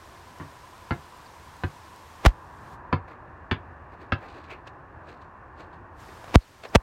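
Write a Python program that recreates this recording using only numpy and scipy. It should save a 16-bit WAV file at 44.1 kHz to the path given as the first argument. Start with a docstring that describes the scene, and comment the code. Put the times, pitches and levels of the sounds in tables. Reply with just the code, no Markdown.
"""A basketball is dribbled up a concrete driveway, caught and shot, heard on one microphone in the yard.
Each bounce slaps the ground, rings the air inside and flexes the shell; a parked car, fence and house
throw it back. Shoes scuff and hands brush the ball. Far traffic hums under a hiss that comes and goes,
with faint chirps and ticks. Three times the microphone is bumped: a light touch and crackle around
a pop that falls into a deep thud."""
import sys
import numpy as np
from scipy import signal
from scipy.fft import rfft, irfft, next_fast_len
from scipy.io import wavfile
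from scipy.ndimage import map_coordinates

SR = 44100
rng = np.random.default_rng(int(sys.argv[2]) if len(sys.argv) > 2 else 0)


def digitize_waveform(pressure):
    """Quantize a signal to 16-bit integers and store it at the path in sys.argv[1].

    Rows of a 2-D input are taken as channels; values are limited to [-1, 1].
    """
    field = np.atleast_2d(pressure).T
    bounded = np.clip(field, -1, 1)
    quanta = np.round(bounded * 32767).astype(np.int16)
    wavfile.write(sys.argv[1], SR, quanta)


N = 300762
TIME = np.arange(N) / SR

# bumps on the microphone: time_s, pop_db, thud_vs_pop_db, softness_s, touch_ahead_s, touch_db,
# crackle_ahead_s, crackle_length_s, crackle_db, hiss_dip_db, traffic_dip_db
BUMPS = [(2.2647, -4.5, 0, 0.0053, .0128, -9.5, 0.0037, 0.0056, -10.5, 8.5, -1),
         (6.357, -.5, -2.5, .000092, 0.0045, -11, .0125, .011, -22, 3.5, 14),
         (6.7566, 1.5, -10.5, 0.000094, .0051, -8.5, .0045, .01, -17, 7.5, 1.5)]


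def amp(db):
    """Decibels to gain."""
    return 10 ** (np.asarray(db) / 20)


def unit(x):
    """x at rms 1."""
    return x / np.sqrt(np.mean(x ** 2) + 1e-20)


def along(points, hz):
    """(frequency_hz, value) points read on a log axis."""
    knots_hz, values = np.transpose(points)
    return np.interp(np.log(hz + 1), np.log(knots_hz + 1), values)


def add(track, start_s, x):
    """Mix x into the track from start_s on."""
    part = track[max(round(start_s * SR), 0):][:len(x)]
    part += x[:len(part)]


def filtered(x, response):
    """x shaped by a gain that depends on frequency."""
    size = next_fast_len(len(x) + 8192)
    return irfft(rfft(x, size) * response(np.fft.rfftfreq(size, 1 / SR)), size)[:len(x)]


def dull(x, cut_hz):
    """Second-order low-pass."""
    return signal.lfilter(*signal.butter(2, cut_hz, fs=SR), x)


def resonate(x, pitch_hz, width):
    """x through one steep resonance, at rms 1; width is a share of the pitch."""
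    peak = signal.iirpeak(pitch_hz, 1 / width, fs=SR)
    return unit(signal.lfilter(*peak, signal.lfilter(*peak, x)))


def wobble(rate_hz):
    """A smooth random curve with rate_hz knots a second."""
    return map_coordinates(rng.standard_normal(int(N * rate_hz / SR) + 4), [TIME * rate_hz])


def noise(spectrum, size=N):
    """Coloured noise at rms 1."""
    return unit(filtered(rng.standard_normal(size), lambda hz: amp(along(spectrum, hz))))


def grains(spectrum, spread_db):
    """Dense tiny clicks of unequal size, at rms 1."""
    clicks = rng.standard_normal(N) * amp(spread_db * np.clip(rng.standard_normal(N), -2, 2))
    return unit(filtered(clicks, lambda hz: amp(along(spectrum, hz))))


def swell(peak_s, rise_s, fall_s):
    """An envelope that grows to 1 at peak_s and dies away."""
    return np.exp(-np.minimum(np.maximum((peak_s - TIME) / rise_s, (TIME - peak_s) / fall_s), 20))


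def held(start_s, end_s, rise_s, fall_s):
    """An envelope that rises to 1 by start_s, holds until end_s and dies away."""
    return swell(np.clip(TIME, start_s, end_s), rise_s, fall_s)


def stroke(t, length_s, rise_share=.35):
    """The envelope of one rub: it presses on until t = 0, then lets go."""
    return np.exp(-np.minimum(np.maximum(-t / rise_share, t / (1 - rise_share)) / length_s, 20))


def dip(start_s, depth_db, recover_s, sink_s=0.028):
    """A gain that sinks just after start_s, stays low and comes back to 1."""
    age = np.maximum(TIME - start_s, 0)
    return amp(-depth_db * np.minimum(age / sink_s, 1) * np.exp(-(age / recover_s) ** 3))


def hiss():
    """A smooth hiss that comes in spells over a faint floor and dips after each bump."""
    hiss_spells = [(-1, 2.74), (6, 8)]  # when it is up: start_s, end_s
    hiss_colour = [(500, 1.5), (1500, 0), (3000, -5.5), (5500, -9.5), (8000, -13), (9600, -14.5),
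                   (10400, -21.5), (11300, -16), (15500, -23.5)]  # its spectrum: frequency_hz, density_db
    floor_db, spell_db = -80.5, -54
    spells = sum(held(start, end, rise_s=0.02, fall_s=0.017) for start, end in hiss_spells)
    dips = np.prod([dip(time_s, depth_db, recover_s=0.5) for time_s, *_, depth_db, _ in BUMPS], axis=0)
    return (amp(floor_db) + amp(spell_db) * spells * dips) * noise(hiss_colour)


def traffic():
    """Far roads: rumble and tyre roar with one passing car; the level dips deeply at the second bump."""
    road_colour = [(20, -34.5), (40, -9), (80, 1.5), (112, -4.5), (207, -14), (354, -10), (430, -15),
                   (1100, -8.5), (1300, -15), (1750, -14.5), (2100, -29), (2700, -31), (3100, -42.5),
                   (15000, -67.5)]  # rumble of distant roads and town: frequency_hz, density_db
    tyre_colour = [(150, -56), (500, -15.5), (800, 2.5), (1000, 16.5), (1250, 2), (2000, -35),
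                   (3200, -54.5)]  # tyre roar: frequency_hz, density_db
    step_s, ramp_s, fade_db_per_s = 2.37, .4, 0.48
    step = np.clip((TIME - step_s) / ramp_s + .5, 0, 1)
    fade_db = fade_db_per_s * np.maximum(TIME - step_s, 0)
    rumble_db = -51.5 + 6 * step - fade_db  # steps up once, then slowly draws away
    rumble = amp(rumble_db + 0.51 * wobble(9)) * noise(road_colour)
    steady_roar = amp(-54.5) * (1 - step) + amp(-60.5) * step
    passing_car = amp(-49.5) * swell(peak_s=2.85, rise_s=0.63, fall_s=0.16)
    tyres = np.hypot(steady_roar, passing_car) * amp(0.87 * wobble(3.3)) * noise(tyre_colour)
    dips = np.prod([dip(time_s, depth_db, recover_s=.27) for time_s, *_, depth_db in BUMPS], axis=0)
    return (rumble + tyres) * dips


def chirps():
    """Thin unsteady notes, far off, that barely rise over the hiss."""
    notes = [(1.265, 4500, -56, 0.012), (6.423, 4400, -59, 0.02), (6.69, 5300, -50, .002)]  # faint chirps: time_s, pitch_hz, level_db, half_length_s
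    flutter = 1.6 * wobble(700)
    return sum(amp(db) * np.exp(-((TIME - time_s) / half_s) ** 2) * np.sin(2 * np.pi * hz * TIME + flutter)
               for time_s, hz, db, half_s in notes)


def ticks(count, first_s=.386, every_s=.394):
    """Tiny dry clicks at an even pace, all treble."""
    beats = sum(swell(first_s + k * every_s, rise_s=.0003, fall_s=.001) for k in range(count))
    return amp(-50) * beats * noise([(1500, -30), (5000, 4), (14000, -6.5)])


def pop(thud_db, life_s, softness_s):
    """A click that glides down to the microphone's lowest resonance."""
    thud_hz, glide_cycles = 31.6, 0.41
    t = np.arange(SR // 8) / SR
    cycles = thud_hz * t + glide_cycles * np.log1p(t / softness_s)  # a harder contact starts higher
    envelope = amp(thud_db * (1 - np.exp(-t / 0.0018))) * np.exp(-(t / life_s) ** 2)
    return envelope * np.cos(2 * np.pi * cycles)


def microphone_bumps():
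    """Light rubs, and bumps, each a light touch and crackle around a pop that falls into a thud."""
    rubs = [(2.276, -31.5, 0.023), (6.243, -37, .003), (6.291, -46.5, 0.097)]  # light rubbing on the microphone: time_s, level_db, length_s
    rub_colour = [(60, -5), (300, 0.5), (750, 5), (1300, -2), (2600, -6.5), (4500, -15.5), (7000, -21.5),
                  (8500, -27), (15000, -34)]  # spectrum of that friction: frequency_hz, density_db
    touch_life_s, thud_life_s, crackle_fall_s = 0.0041, 0.021, .0012
    pops = np.zeros(N)
    slips = unit(amp(2.7 * wobble(350)))  # light rubbing comes in tiny jerks
    friction = slips * sum(amp(db) * stroke(TIME - time_s, length_s) for time_s, db, length_s in rubs)
    for (time_s, pop_db, thud_db, softness_s, touch_ahead_s, touch_db,
         crackle_ahead_s, crackle_length_s, crackle_db, _, _) in BUMPS:
        touch_s, crackle_s = time_s - touch_ahead_s, time_s - crackle_ahead_s
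        life_s = thud_life_s + softness_s  # a soft contact lasts longer
        add(pops, touch_s, amp(touch_db) * pop(thud_db=-5, life_s=touch_life_s, softness_s=0.00014))
        add(pops, time_s, amp(pop_db) * pop(thud_db, life_s, softness_s))
        lead_in = amp(-13.5) * swell(crackle_s, rise_s=0.01, fall_s=crackle_fall_s)
        crackle = held(crackle_s, crackle_s + crackle_length_s, rise_s=0.0016, fall_s=crackle_fall_s)
        friction += amp(crackle_db) * (lead_in + crackle)
        friction += amp(touch_db - 14) * stroke(TIME - touch_s, touch_life_s)
    return friction * grains(rub_colour, spread_db=2.5) + dull(pops, cut_hz=7600)


def scuffs():
    """Soles on the driveway, palms on the ball: gritty friction over a dull knock and a resonant scrape."""
    contacts = [(3.083, -60.5, -44.5, .012, 1550), (3.114, -64.5, -47.5, .04, 1100),
                (3.93, -64, -49.5, .026, 400), (4.019, -61, -47.5, .045, 352),
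                (4.235, -61.5, -46, 0.13, 814), (4.302, -59.5, -66, 0.069, 2480),
                (4.369, -60, -47, .058, 330), (4.444, -53, -53, 0.012, 2500),
                (4.514, -52.5, -39.5, 0.041, 2340), (4.675, -48.5, -45, 0.015, 1520),
                (5.096, -55, -48, 0.059, 554), (5.22, -64.5, -56, 0.031, 550),
                (5.602, -55.5, -47.5, 0.045, 460), (5.739, -61.5, -57, 0.026, 554),
                (6.091, -60.5, -47.5, 0.029, 396), (6.638, -43, -38.5, 0.0072, 700),
                (6.653, -48, -36.5, 0.015, 546)]  # each scuff or brush: time_s, grit_db, knock_db, length_s, scrape_hz
    grit_colour = [(200, -28), (900, -8), (1900, -7), (2500, 14.5), (3100, 7), (4300, 9), (5200, -1.5),
                   (8200, -8), (10000, -23), (15000, -25.5)]  # spectrum of the grit: frequency_hz, density_db
    sole_colour = [(100, -37), (320, 4.5), (550, 4), (900, 0), (1600, -2), (2500, -7), (3200, -25.5),
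                   (8000, -40.5)]  # spectrum of the knock: frequency_hz, density_db
    grit_envelope, body = np.zeros((2, N))
    t = np.arange(-SR // 4, SR // 4) / SR
    for time_s, grit_db, knock_db, length_s, scrape_hz in contacts:
        press = stroke(t, length_s)
        scrape = amp(-4) * resonate(rng.standard_normal(len(t)), scrape_hz, width=0.29)
        knock = noise(sole_colour, size=len(t))
        add(grit_envelope, time_s + t[0], amp(grit_db) * press)
        add(body, time_s + t[0], amp(knock_db) * press * (knock + scrape))
    stick_slip = unit(amp(2.7 * wobble(170)))
    return grit_envelope * grains(grit_colour, spread_db=9.5) * stick_slip + body


def wall_reflections(direct):
    """The direct sound plus early returns off car, fence and house; paths change as the ball moves."""
    walls = [(.0042, -5), (.0075, -11.5), (0.0126, -10), (.019, -17), (.031, -23.5)]  # nearby hard surfaces: delay_s, level_db
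    out = direct.copy()
    for (delay_s, db), shift in zip(walls, rng.standard_normal(len(walls))):
        add(out, delay_s * (1 + 0.065 * shift), amp(db) * direct)
    return out


def yard_echo(x, build_s=0.0037):
    """Diffuse echo of the yard; treble dies first."""
    decay_times = [(100, 0.22), (400, 0.21), (1500, 0.14), (4000, 0.14), (12000, 0.04)]  # the yard's reverberation: frequency_hz, t60_s
    hz, t, bands = signal.stft(rng.standard_normal(len(x)), SR, nperseg=256)
    decay = amp(-60 * t / along(decay_times, hz)[:, None])
    _, tail = signal.istft(bands * decay, SR, nperseg=256)
    tail *= 1 - np.exp(-np.arange(len(tail)) / SR / build_s)
    return signal.fftconvolve(x, tail / np.linalg.norm(tail))[:len(x)]


def ring(modes, t, scatter_db, detune):
    """Damped modes, struck a little differently each time."""
    chance = rng.standard_normal((len(modes), 2))
    return sum(amp(db - scatter_db * softer - 60 * t / t60_s)
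               * np.sin(2 * np.pi * hz * (1 + detune * sharper) * t)
               for (hz, db, t60_s), (softer, sharper) in zip(modes, chance))


def dribble():
    """Each bounce slaps the concrete, rings the air in the ball and flexes its shell."""
    # ball on concrete: start_s, boom_db, shell_db, slap_db, smack_hz, cut_hz, air_ring_db, echo_db
    bounces = [(0.399, -39.5, -28.5, -36, 1140, 1440, -14, 2),
               (0.9081, -19, -16, -22.5, 1376, 2370, -0.5, -7.5),
               (1.6358, -20.5, -20, -24.5, 1560, 2960, -8, -11),
               (2.9269, -19.5, -12, -17.5, 1082, 2520, -7, -11),
               (3.5124, -19, -17, -20, 1413, 4930, -0.5, -9),
               (4.1213, -17.5, -17.5, -19, 1297, 4000, -6.5, -12)]
    slap_colour = [(100, -2.5), (300, 0), (550, -0.5), (900, -1), (1400, 2), (2200, -3), (3000, -7),
                   (4600, -11.5), (5400, -23), (8000, -32.5), (15000, -28.5)]  # rubber slapping the ground: frequency_hz, density_db
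    air_modes = [(1040, -16.5, 0.11), (1694, -3, 0.059), (2190, -14.5, 0.015), (2555, -7, 0.02),
                 (3590, -25.5, 0.1), (4730, -15.5, 0.017)]  # the air ringing inside the ball: pitch_hz, level_db, t60_s
    shell_modes = [(144, -3, 0.12), (264.4, 1, 0.059), (353.3, -7, 0.09)]  # the shell flexing: pitch_hz, level_db, t60_s
    boom_modes = [(91.3, 5, 0.12)]  # the whole ball squashing: pitch_hz, level_db, t60_s
    peel_t60_s, smack_t60_s = .026, 0.025
    out, t = np.zeros(N), np.arange(SR // 3) / SR
    contact = 1 - np.exp(-t / .0002)
    peel = amp(-60 * t / peel_t60_s)  # the pebbled skin peels on and off the ground
    flatten = 1 - np.exp(-(t / 0.0048) ** 2)  # the ball swings fully only once it has flattened
    for start_s, boom_db, shell_db, slap_db, smack_hz, cut_hz, air_ring_db, echo_db in bounces:
        crack = amp(-20) * unit(noise(slap_colour, size=len(t)) * peel)
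        smack = amp(-60 * t / smack_t60_s) * np.sin(2 * np.pi * smack_hz * t)  # the landing patch rings
        ping = amp(air_ring_db) * ring(air_modes, t, scatter_db=3, detune=0.0092)
        direct = amp(slap_db) * dull((crack + smack + ping) * contact, cut_hz)  # a soft bounce is duller
        slap = wall_reflections(direct)
        boom = amp(boom_db) * ring(boom_modes, t, scatter_db=0.9, detune=.01)
        shell = amp(shell_db) * ring(shell_modes, t, scatter_db=0.5, detune=0.028)
        thump = (boom + shell) * flatten
        echo = amp(echo_db) * yard_echo(amp(-1.5) * slap + amp(-10) * thump)
        add(out, start_s, slap + thump + echo)
    return signal.lfilter(*signal.butter(2, 45, "high", fs=SR), out)  # a small ball radiates no deep bass


def scene():
    """The driveway and the far roads at one microphone."""
    return (dribble() + scuffs() + microphone_bumps() + traffic() + hiss() + chirps() + ticks(count=5))[None]


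def record(dry):
    """The recorder clips at full scale and keeps nothing above its band limit."""
    top_hz = 15850
    return filtered(np.clip(dry[0], -1, 1), lambda hz: hz < top_hz)[None]


dry = scene()
out = record(dry)
digitize_waveform(out)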